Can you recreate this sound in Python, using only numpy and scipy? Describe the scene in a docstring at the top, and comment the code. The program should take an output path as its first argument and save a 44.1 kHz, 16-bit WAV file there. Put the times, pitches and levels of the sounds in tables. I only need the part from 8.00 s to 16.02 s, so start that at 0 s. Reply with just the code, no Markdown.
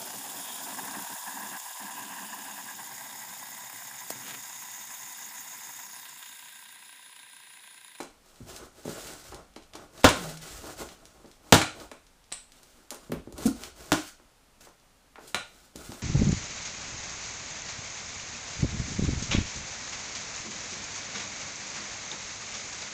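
"""Small tiled room, close to a big cardboard box: plastic packing straps are cut off it. First the straps tick
and scrape over the cardboard and hands bump the lid, as they do throughout. At 2.0 s a taut strap cracks, booms
the box and overloads the microphone; its freed end hums. Another parts at 3.5 s, an end flicks off the blade at
4.3 s, a dragged strap judders at 5.5 s and a weaker snap follows at 5.9 s; pulls, slaps, a scuff over the tiles
and bumps close the scene. Noise bursts, damped modes and filtered noise make it."""
import sys
import numpy as np
from scipy import signal
from scipy.fft import rfft, irfft
from scipy.io import wavfile
from scipy.ndimage import uniform_filter1d

SR = 44100
rng = np.random.default_rng(int(sys.argv[2]) if len(sys.argv) > 2 else 0)


def master(y):
    """Save y as 16-bit WAV."""
    cut = np.clip(np.atleast_2d(y).T, -1, 1)
    pcm = np.round(cut * 32767)  # scale
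    wavfile.write(sys.argv[1], SR, pcm.astype(np.int16))


N = 353682
T = np.arange(N) / SR
HIT = T[:16384]  # time axis of one hit [s]

# All levels are at the source, ahead of the room and the microphone.
# Taut straps letting go: (time [s], crack level [dB], crack t60 [s], treble tilt [dB/octave],
# box boom level [dB], lid ring level [dB])
STRAP_SNAPS = [(2.043, -5, 0.081, -0.6, -13, -12), (3.5236, -4.5, .05, 0.8, -9, -26.5),
               (5.9190, -16, 0.0167, -0.06, -29.5, -15)]
# Spectrum of a parting strap: (frequency [Hz], relative level [dB])
CRACK_SPECTRUM = [(24, -31.5), (40, -12.5), (133, -8), (312, -11), (402, -5), (479, -9), (542, -5.5),
                  (1410, -9.5), (2150, -15.5), (3650, -15), (4800, -21), (7360, -20), (11800, -42),
                  (14500, -33), (16000, -46.5)]
# Modes of the box: (frequency [Hz], relative level [dB], t60 [s])
BOX_MODES = [(57, -19, 0.33), (95, -6, 0.24), (127, -4.5, 0.1), (162, 0, 0.11), (216, -4.5, 0.22),
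             (258, 1.5, 0.13), (310.2, -3, 0.33), (351, -12.5, .15), (475, -4.5, 0.11), (604.4, -9, .09),
             (699, -6, 0.069), (800, -6, 0.041), (1060, -4.5, 0.082), (1180, -9.5, 0.15), (1432, -8.5, .17)]
# Modes of the free middle of the lid: (frequency [Hz], relative level [dB], t60 [s])
LID_MODES = [(309.7, 3.5, 0.15), (272, -2.5, 0.094), (360, -12.5, 0.18), (630, -9, 0.014),
             (1410, -16, 0.061)]
# Loose ends slapping box and tiles: (time [s], nominal level [dB], t60 [s], treble tilt [dB/octave])
END_SLAPS = [(0.003, -38, 0.077, 5), (2.089, -22.5, 0.035, 5), (3.542, -20.5, .01, 12),
             (3.55, -32, 0.022, 12), (3.6149, -20.5, 0.051, 0.2), (3.9145, -43.5, 0.014, 3),
             (4.318, -38, 0.02, -1), (7.3454, -22, 0.012, 0.5), (7.3556, -31, 0.013, -2.5)]
# Spectrum of a flat slap: (frequency [Hz], relative level [dB])
SLAP_SPECTRUM = [(47, -47), (80, -9.5), (283, -7.5), (431, -7.5), (575, -2), (1050, -8.5), (1430, -9),
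                 (2080, -6), (3790, -12), (4620, -16), (8230, -17), (15000, -37.5), (16000, -61)]
# Bending modes of a loose end: (frequency [Hz], relative level [dB], t60 [s])
STRAP_MODES = [(1431, -3.5, 0.083), (1740, -8.5, .04), (2410, -2, 0.017), (3690, -8, .025),
               (4036, -1.5, 0.029)]
# Ticks of blade and strap edge: (time [s], nominal level [dB], brightest frequency [Hz], t60 [s])
EDGE_TICKS = [(0.031, -45, 6300, 0.007), (0.562, -40, 6160, 0.05), (0.852, -44.5, 7100, 0.19),
              (1.316, -49, 5000, 0.058), (1.345, -43.5, 5850, 0.0075), (1.561, -44.5, 3670, 0.029),
              (1.7348, -45.5, 3620, 0.022), (1.753, -42, 5260, 0.044), (1.977, -48, 3840, .025),
              (2.034, -33, 4000, 0.091), (2.372, -42.5, 5650, 0.025), (2.888, -44.5, 3080, 0.027),
              (3.0544, -48, 5500, .004), (3.314, -52.5, 4960, .01), (3.799, -45, 4516, 0.055),
              (4.52, -50.5, 5000, .01), (4.631, -51, 7030, 0.015), (4.9055, -34, 7450, 0.01),
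              (4.9455, -44, 9000, 0.0045), (5.118, -41, 11700, 0.017), (5.120, -35.5, 1620, 0.024),
              (5.324, -50, 7200, 0.013), (5.3794, -40, 7240, 0.041), (5.6359, -35.5, 3900, 0.0045),
              (5.9279, -25, 6070, 0.0042), (6.608, -52, 6015, 0.043), (7.276, -44.5, 8000, 0.11),
              (7.7592, -41.5, 6830, 0.0066), (7.919, -42, 4570, 0.0067)]
# Modes of the blade: (frequency [Hz], relative level [dB], t60 [s])
BLADE_MODES = [(7140, -10, .2), (7600, -3, 0.17), (7967, 8, 0.22), (8300, -2.5, .22), (8750, -13.5, .18),
               (4170, -5, 0.16), (2530, -11, 0.22)]
# Pulls of a strap over the cardboard: (start [s], length [s], share spent speeding up [0-1],
# edge hiss gain [dB], cardboard rub gain [dB])
STRAP_PULLS = [(0.21, 0.39, 0.17, -62, -65.5), (0.458, 0.14, 0.24, -50, -49.5),
               (0.568, 0.12, 0.27, -57.5, -45.5), (0.706, .16, 0.47, -57.5, -58),
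               (0.828, .34, 0.14, -46, -48), (1.06, 0.3, .3, -53, -54.5), (1.317, 0.14, 0.21, -70, -49.5),
               (1.725, 0.16, 0.16, -61, -48.5), (1.894, 0.15, 0.68, -51, -48),
               (2.113, 0.27, .3, -44, -41.5), (2.402, 0.23, 0.1, -45.5, -49),
               (2.595, 0.16, 0.32, -44.5, -42.5), (2.756, 0.091, 0.57, -42.5, -42),
               (2.841, 0.12, .1, -54.5, -53), (2.938, 0.49, 0.11, -65, -60),
               (3.41, 0.15, 0.46, -57.5, -54.5), (3.729, 0.15, 0.37, -52.5, -47.5),
               (4.501, 0.42, 0.16, -63, -65), (4.986, 0.12, 0.36, -58.5, -57),
               (5.347, 0.18, 0.62, -40.5, -40), (5.536, 0.17, 0.37, -47.5, -46),
               (5.74, 0.24, 0.23, -52, -52), (5.942, 0.19, 0.17, -48, -62),
               (6.602, 0.074, 0.13, -52.5, -58), (7.169, .17, 0.47, -53.5, -57), (7.43, 0.3, .3, -61, -63),
               (7.736, 0.35, .15, -51.5, -51.5)]
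# Spectrum of the sliding edge: (frequency [Hz], relative level [dB])
HISS_SPECTRUM = [(710, -32), (1200, -8), (1430, 0), (1750, -7), (7660, -4.5), (12300, -14), (14700, -11),
                 (15500, -16), (16000, -38)]
# Spectrum of the rubbed cardboard: (frequency [Hz], relative level [dB])
RUB_SPECTRUM = [(21, -35.5), (35, -3), (59, -4), (133, -4), (166, -3), (231, -4.5), (305, 0), (376, -3),
                (677, -3.5), (1060, -10), (1430, -10), (1760, -23), (2200, -19.5), (2860, -48),
                (4840, -120)]
# Hands and straps bumping the cardboard, and at 7.16-7.22 s a strap scuffing over the tiles, falling in pitch:
# # (time [s], nominal level [dB], contact corner [Hz], rattle t60 [s])
BUMPS_AND_SCUFF = [(0.002, -31.5, 715, 0.043), (0.404, -38.5, 201, 0.063), (0.852, -31.5, 383, 0.036),
                   (0.878, -27.5, 350, 0.02), (1.321, -38, 790, 0.17), (1.563, -40.5, 684, 0.02),
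                   (1.751, -39.5, 905, 0.053), (2.818, -36.5, 600, 0.058), (3.244, -44, 450, 0.075),
                   (3.915, -40, 874, 0.017), (4.915, -37, 850, 0.18), (5.096, -34.5, 245, 0.028),
                   (5.119, -23, 347, 0.022), (5.273, -37.5, 336, 0.014), (5.324, -42, 400, 0.052),
                   (5.381, -37.5, 400, 0.067), (6.198, -52, 906, 0.0173), (6.67, -47.5, 903, 0.043),
                   (7.1566, -45, 1900, 0.018), (7.181, -42.5, 950, .03), (7.223, -51, 450, 0.046),
                   (7.756, -40, 405, 0.022), (7.891, -36.5, 220, .08), (7.919, -40.5, 755, 0.029)]
# The box's broad walls giving under a push: (time [s], level [dB])
WALL_PUSHES = [(0.41, -39), (1.291, -38), (2.5, -34.5), (2.76, -39.5), (5.128, -33.5), (5.326, -35),
               (5.458, -29.5), (7.754, -39)]
# Echo of the room: (band centre [Hz], level against the direct sound [dB], t60 [s])
ROOM_ECHO = [(65, -6, 0.29), (269, -4, 0.25), (730, -3, 0.29), (1320, -2, 0.27), (3000, -2.5, 0.35),
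             (7000, -2, 0.33), (14100, -4, 0.18)]
# Spectrum of the steady room noise: (frequency [Hz], relative level [dB])
QUIET_SPECTRUM = [(12, -26.5), (20, -7.5), (33, -20), (60, -24.5), (113, -27), (262, -23.5), (319, -30.5),
                  (499, -27.5), (1400, -31), (1710, -33.5), (9140, -39), (14700, -47.5), (16000, -52)]


def snaps(heave_hz=112):
    """The strap parts with a bright click and tears apart; the unloaded walls heave once and ring on."""
    out = np.zeros(N)
    heave_band = [heave_hz / 1.4, heave_hz * 1.5]
    for s, crack_db, t60, tilt_db, boom_db, lid_db in STRAP_SNAPS:
        click = strength(burst(0.0072), crack_db - 16)
        tear = strength(colour(burst(t60), CRACK_SPECTRUM, tilt_db), crack_db)
        body = strength(ring(BOX_MODES), boom_db) + strength(ring(LID_MODES), lid_db)
        heave = strength(band(burst(0.045), heave_band, "bandpass"), boom_db - 3)
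        add(out, s, click)
        add(out, s, tear)
        add(out, s + 0.0011, body)
        add(out, s + 0.004, heave)
    return out


def twang(start=2.16, hz=180, slack_hz=156, db=-27.5, t60=0.79, waver=0.049, waver_db=3):
    """The freed strap hums, sinking in pitch and wavering as it slackens."""
    out = np.zeros(N)
    pitch = slack_hz + (hz - slack_hz) * np.exp(-HIT / 0.114)
    pitch = pitch * (1 + waver * walk(23.7)[:len(HIT)])
    onset = 1 - np.exp(-HIT / 0.0077)
    swing = fade(HIT, t60) * onset * undb(waver_db * walk(25.7)[:len(HIT)])
    phase = 2 * np.pi * np.cumsum(pitch) / SR
    add(out, start, strength(np.sin(phase) * swing, db))
    return out


def strap_ends(clack_db=-4.5, tip_db=-11.5, tip_t60=0.028, tip_width=0.09):
    """Flat slaps are broad and make the plastic clack; an edge only ticks, with a short ring of its own."""
    out = np.zeros(N)
    for s, db, t60, tilt_db in END_SLAPS:
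        slap = strength(colour(burst(t60), SLAP_SPECTRUM, tilt_db), db - 1)
        clack = strength(ring(STRAP_MODES), db + clack_db)
        add(out, s, slap + clack)
    for s, db, hz, t60 in EDGE_TICKS:
        edge = band(burst(t60), hz / 1.8, "highpass", order=1)
        edge = band(edge, hz * 1.3, "lowpass")
        # the short free end rings near the tick's brightest pitch
        tip_band = [hz / (1 + tip_width), hz * (1 + tip_width)]
        tip = band(burst(tip_t60), tip_band, "bandpass")
        add(out, s, strength(edge, db - 0.3) + strength(tip, db + tip_db))
    return out


def knife(flick_s=4.3238, ring_s=4.3242):
    """A strap end flicks off the blade, which rings briefly in its damped modes."""
    out = np.zeros(N)
    add(out, flick_s, strength(band(burst(0.008), [7300, 8900], "bandpass"), -32))
    add(out, flick_s, strength(band(burst(0.0094), [1500, 6000], "bandpass"), -34.5))
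    add(out, ring_s, strength(ring(BLADE_MODES), -37.5))
    return out


def pull(start, length, rise, release=0.28):
    """Speed of the strap in one pull, 0-1: it gathers speed, holds it and slows to rest."""
    done = (T - start) / length
    # rise and release are shares of the pull
    return np.clip(np.minimum(done / rise, (1 - done) / release), 0, 1)


def friction(grain_db, flutter_db):
    """Countless tiny slips of unequal size, in uneven surges."""
    size = np.minimum(rng.exponential(size=N), 6)
    return rng.standard_normal(N) * undb(grain_db * size + flutter_db * walk(45))


def slides(rub_lead_s=0.008):
    """The strap's edge hisses over the paper while the hollow box rumbles under it."""
    hiss_gain, rub_gain = np.zeros(N), np.zeros(N)
    for s, length, rise, hiss_db, rub_db in STRAP_PULLS:
        hiss_gain += undb(hiss_db) * pull(s, length, rise)
        # the cardboard takes the load just before the edge slides
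        rub_gain += undb(rub_db) * pull(s - rub_lead_s, length, rise)
    hiss = level(colour(friction(grain_db=3.5, flutter_db=2.1), HISS_SPECTRUM), -2.5)
    rub = level(colour(friction(grain_db=3.5, flutter_db=2.9), RUB_SPECTRUM), -2.4)
    return hiss * hiss_gain + rub * rub_gain


def judder(start=5.4535, length=0.024, hz=238, db=-17, overtone_db=-17):
    """The dragged strap sticks and slips for a few cycles, pumping the lid, which rings on after."""
    out, t = np.zeros(N), T[:int(length * SR)]
    phase = 2 * np.pi * hz * t
    swell = signal.windows.tukey(len(t), 0.4)
    overtones = np.sin(2 * phase) + np.sin(3 * phase) / 2
    pumping = level(np.sin(phase) + undb(overtone_db) * overtones, db)
    scrape = band(rng.standard_normal(len(t)), [4500, 10000], "bandpass", order=1)
    scrape = level(scrape * (1 + np.sin(phase)), -34.5)  # the hiss pulses with each cycle
    add(out, start, swell * pumping)
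    add(out, start, swell * scrape)
    add(out, start + length, strength(ring(LID_MODES), -22.5))
    return out


def bumps_and_scuff():
    """Soft blows and a scuff over the tiles: a dead contact sound and a little ring of box and lid."""
    out = np.zeros(N)
    for s, db, hz, t60 in BUMPS_AND_SCUFF:
        contact = strength(band(burst(t60), [hz / 2.6, hz * 1.36], "bandpass"), db - 0.5)
        body = ring(BOX_MODES) + undb(1.5) * ring(LID_MODES)
        body = strength(band(body, [hz / 3, hz], "bandpass"), db - 2)
        add(out, s, contact + body)
    return out


def flexes(push_t60=0.5):
    """The big panels sway with a deep, damped boom: a noise burst held to the lowest band."""
    out = np.zeros(N)
    for s, db in WALL_PUSHES:
        add(out, s, strength(band(burst(push_t60), [38, 76], "bandpass"), db))
    return out


def fidgets(count=24, db=-60, spread_db=3):
    """Slack straps shift and tick faintly at random moments."""
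    out = np.zeros(N)
    for when, size in rng.uniform(size=(count, 2)):
        tick_db = db + spread_db * (2 * size - 1)
        add(out, when * T[-1], strength(band(burst(0.012), [2500, 7000], "bandpass"), tick_db))
    return out


def room(x, direct_db=0, wall_hz=1430, wall_db=-5, wall_t60=0.38):
    """Close walls and tiles: a dense echo, different from every spot, with one lingering resonance."""
    t = T[:SR // 2]
    centres = np.array(ROOM_ECHO)[:, 0]
    edges = [25, *np.sqrt(centres[1:] * centres[:-1]), 18000]
    rows = [(edges[k:k + 2], db, t60) for k, (_, db, t60) in enumerate(ROOM_ECHO)]
    rows.append(([wall_hz - 140, wall_hz + 140], wall_db, wall_t60))
    echo = np.zeros(len(t))
    for (lo, hi), db, t60 in rows:
        tail = band(rng.standard_normal(len(t)), [lo, hi], "bandpass", order=4)
        tail = tail * fade(t, t60) * (1 - np.exp(-t / 0.0011))
        # each band carries energy in proportion to its width
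        width_share = abs(hi - lo) / (SR / 2)
        echo += tail * undb(db) * np.sqrt(width_share / np.sum(tail ** 2))
    return undb(direct_db) * x + signal.fftconvolve(x, echo)[:N]


def air(quiet_db=-62, rumble_db=-68):
    """Faint steady room noise over a slowly heaving rumble."""
    rumble = band(rng.standard_normal(N), [20, 60], "bandpass") * undb(3.8 * walk(6.9))
    quiet = colour(rng.standard_normal(N), QUIET_SPECTRUM, size=8192)
    return level(quiet, quiet_db) + level(rumble, rumble_db)


def burst(t60, count=3):
    """A contact: a train of tiny fractures that dies away, even in spectrum and so without a pitch."""
    x = rng.standard_normal(len(HIT)) * fade(HIT, t60) * (1 - np.exp(-HIT / 0.00032))
    for _ in range(count):
        flat = irfft(np.exp(1j * np.angle(rfft(x))))  # keep the phases, level the spectrum
        x = flat * fade(HIT, 10 * t60)
    return x


def ring(modes):
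    """Damped modes, each with its share of the energy; a random sign stands for where the blow lands."""
    out = np.zeros(len(HIT))
    for hz, db, t60 in modes:
        mode = np.sin(2 * np.pi * hz * HIT) * fade(HIT, t60)
        out += rng.choice([-1, 1]) * strength(mode, db)
    return out


def walk(rate):
    """Smooth random wander around 0, with about `rate` new targets a second."""
    k = int(SR / rate)
    return uniform_filter1d(np.repeat(rng.standard_normal(N // k + 1), k), k)[:N]


def colour(x, spectrum, tilt_db=0, size=2048):
    """Minimum-phase filter through (frequency [Hz], level [dB]) points, tilted about 1 kHz."""
    hz, db = np.transpose(spectrum)
    octave = np.log2(np.maximum(np.arange(size // 2 + 1) * SR / size, 1) / 1000)
    gain_db = np.interp(octave, np.log2(hz / 1000), db) + tilt_db * octave
    cepstrum = irfft(np.log(undb(gain_db)))
    # folding the cepstrum forward makes the filter causal
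    cepstrum[1:size // 2] *= 2
    cepstrum[size // 2 + 1:] = 0
    return signal.fftconvolve(x, irfft(np.exp(rfft(cepstrum))))[:len(x)]


def band(x, hz, kind, order=2):
    """Butterworth filter, its corners kept inside the usable range."""
    corners = np.clip(hz, 10, 0.45 * SR)
    return signal.sosfilt(signal.butter(order, corners, kind, fs=SR, output="sos"), x)


def fade(t, t60):
    """Exponential decay, down 60 dB after t60 seconds."""
    return np.exp(-np.log(1000) * t / t60)


def undb(db):
    """Decibels to gain."""
    return 10 ** (np.asarray(db) / 20)


def level(x, db):
    """Set the level of a steady sound by its standard deviation."""
    return x * undb(db) / np.std(x)


def strength(x, db):
    """Set the energy of a hit: that of 5 ms at this level."""
    return x * undb(db) / np.sqrt(np.sum(x ** 2) / (0.005 * SR))


def add(out, s, x):
    """Mix x into out from time s."""
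    i = max(int(s * SR), 0)
    out[i:i + len(x)] += x[:N - i]


def scene():
    """All the handling in the room; ends and knocks reach the microphone with less direct sound."""
    cuts = room(snaps(), direct_db=0.5)
    ends = room(strap_ends() + knife() + fidgets(), direct_db=-1)
    knocks = room(bumps_and_scuff() + flexes() + twang(), direct_db=-1.5)
    rubbing = room(slides(), direct_db=0.5)
    stutter = judder()
    # the lid faces the microphone, so its judder excites less echo
    lid = 0.38 * stutter + room(0.62 * stutter)
    return (cuts + ends + knocks + rubbing + lid + air())[None]


def record(dry, top_hz=15450):
    """The microphone overloads smoothly on loud sounds such as the snaps; the top is cut."""
    overloaded = np.tanh(dry)
    return signal.sosfilt(signal.ellip(10, 0.2, 80, top_hz, fs=SR, output="sos"), overloaded)


dry = scene()
out = record(dry)
master(out)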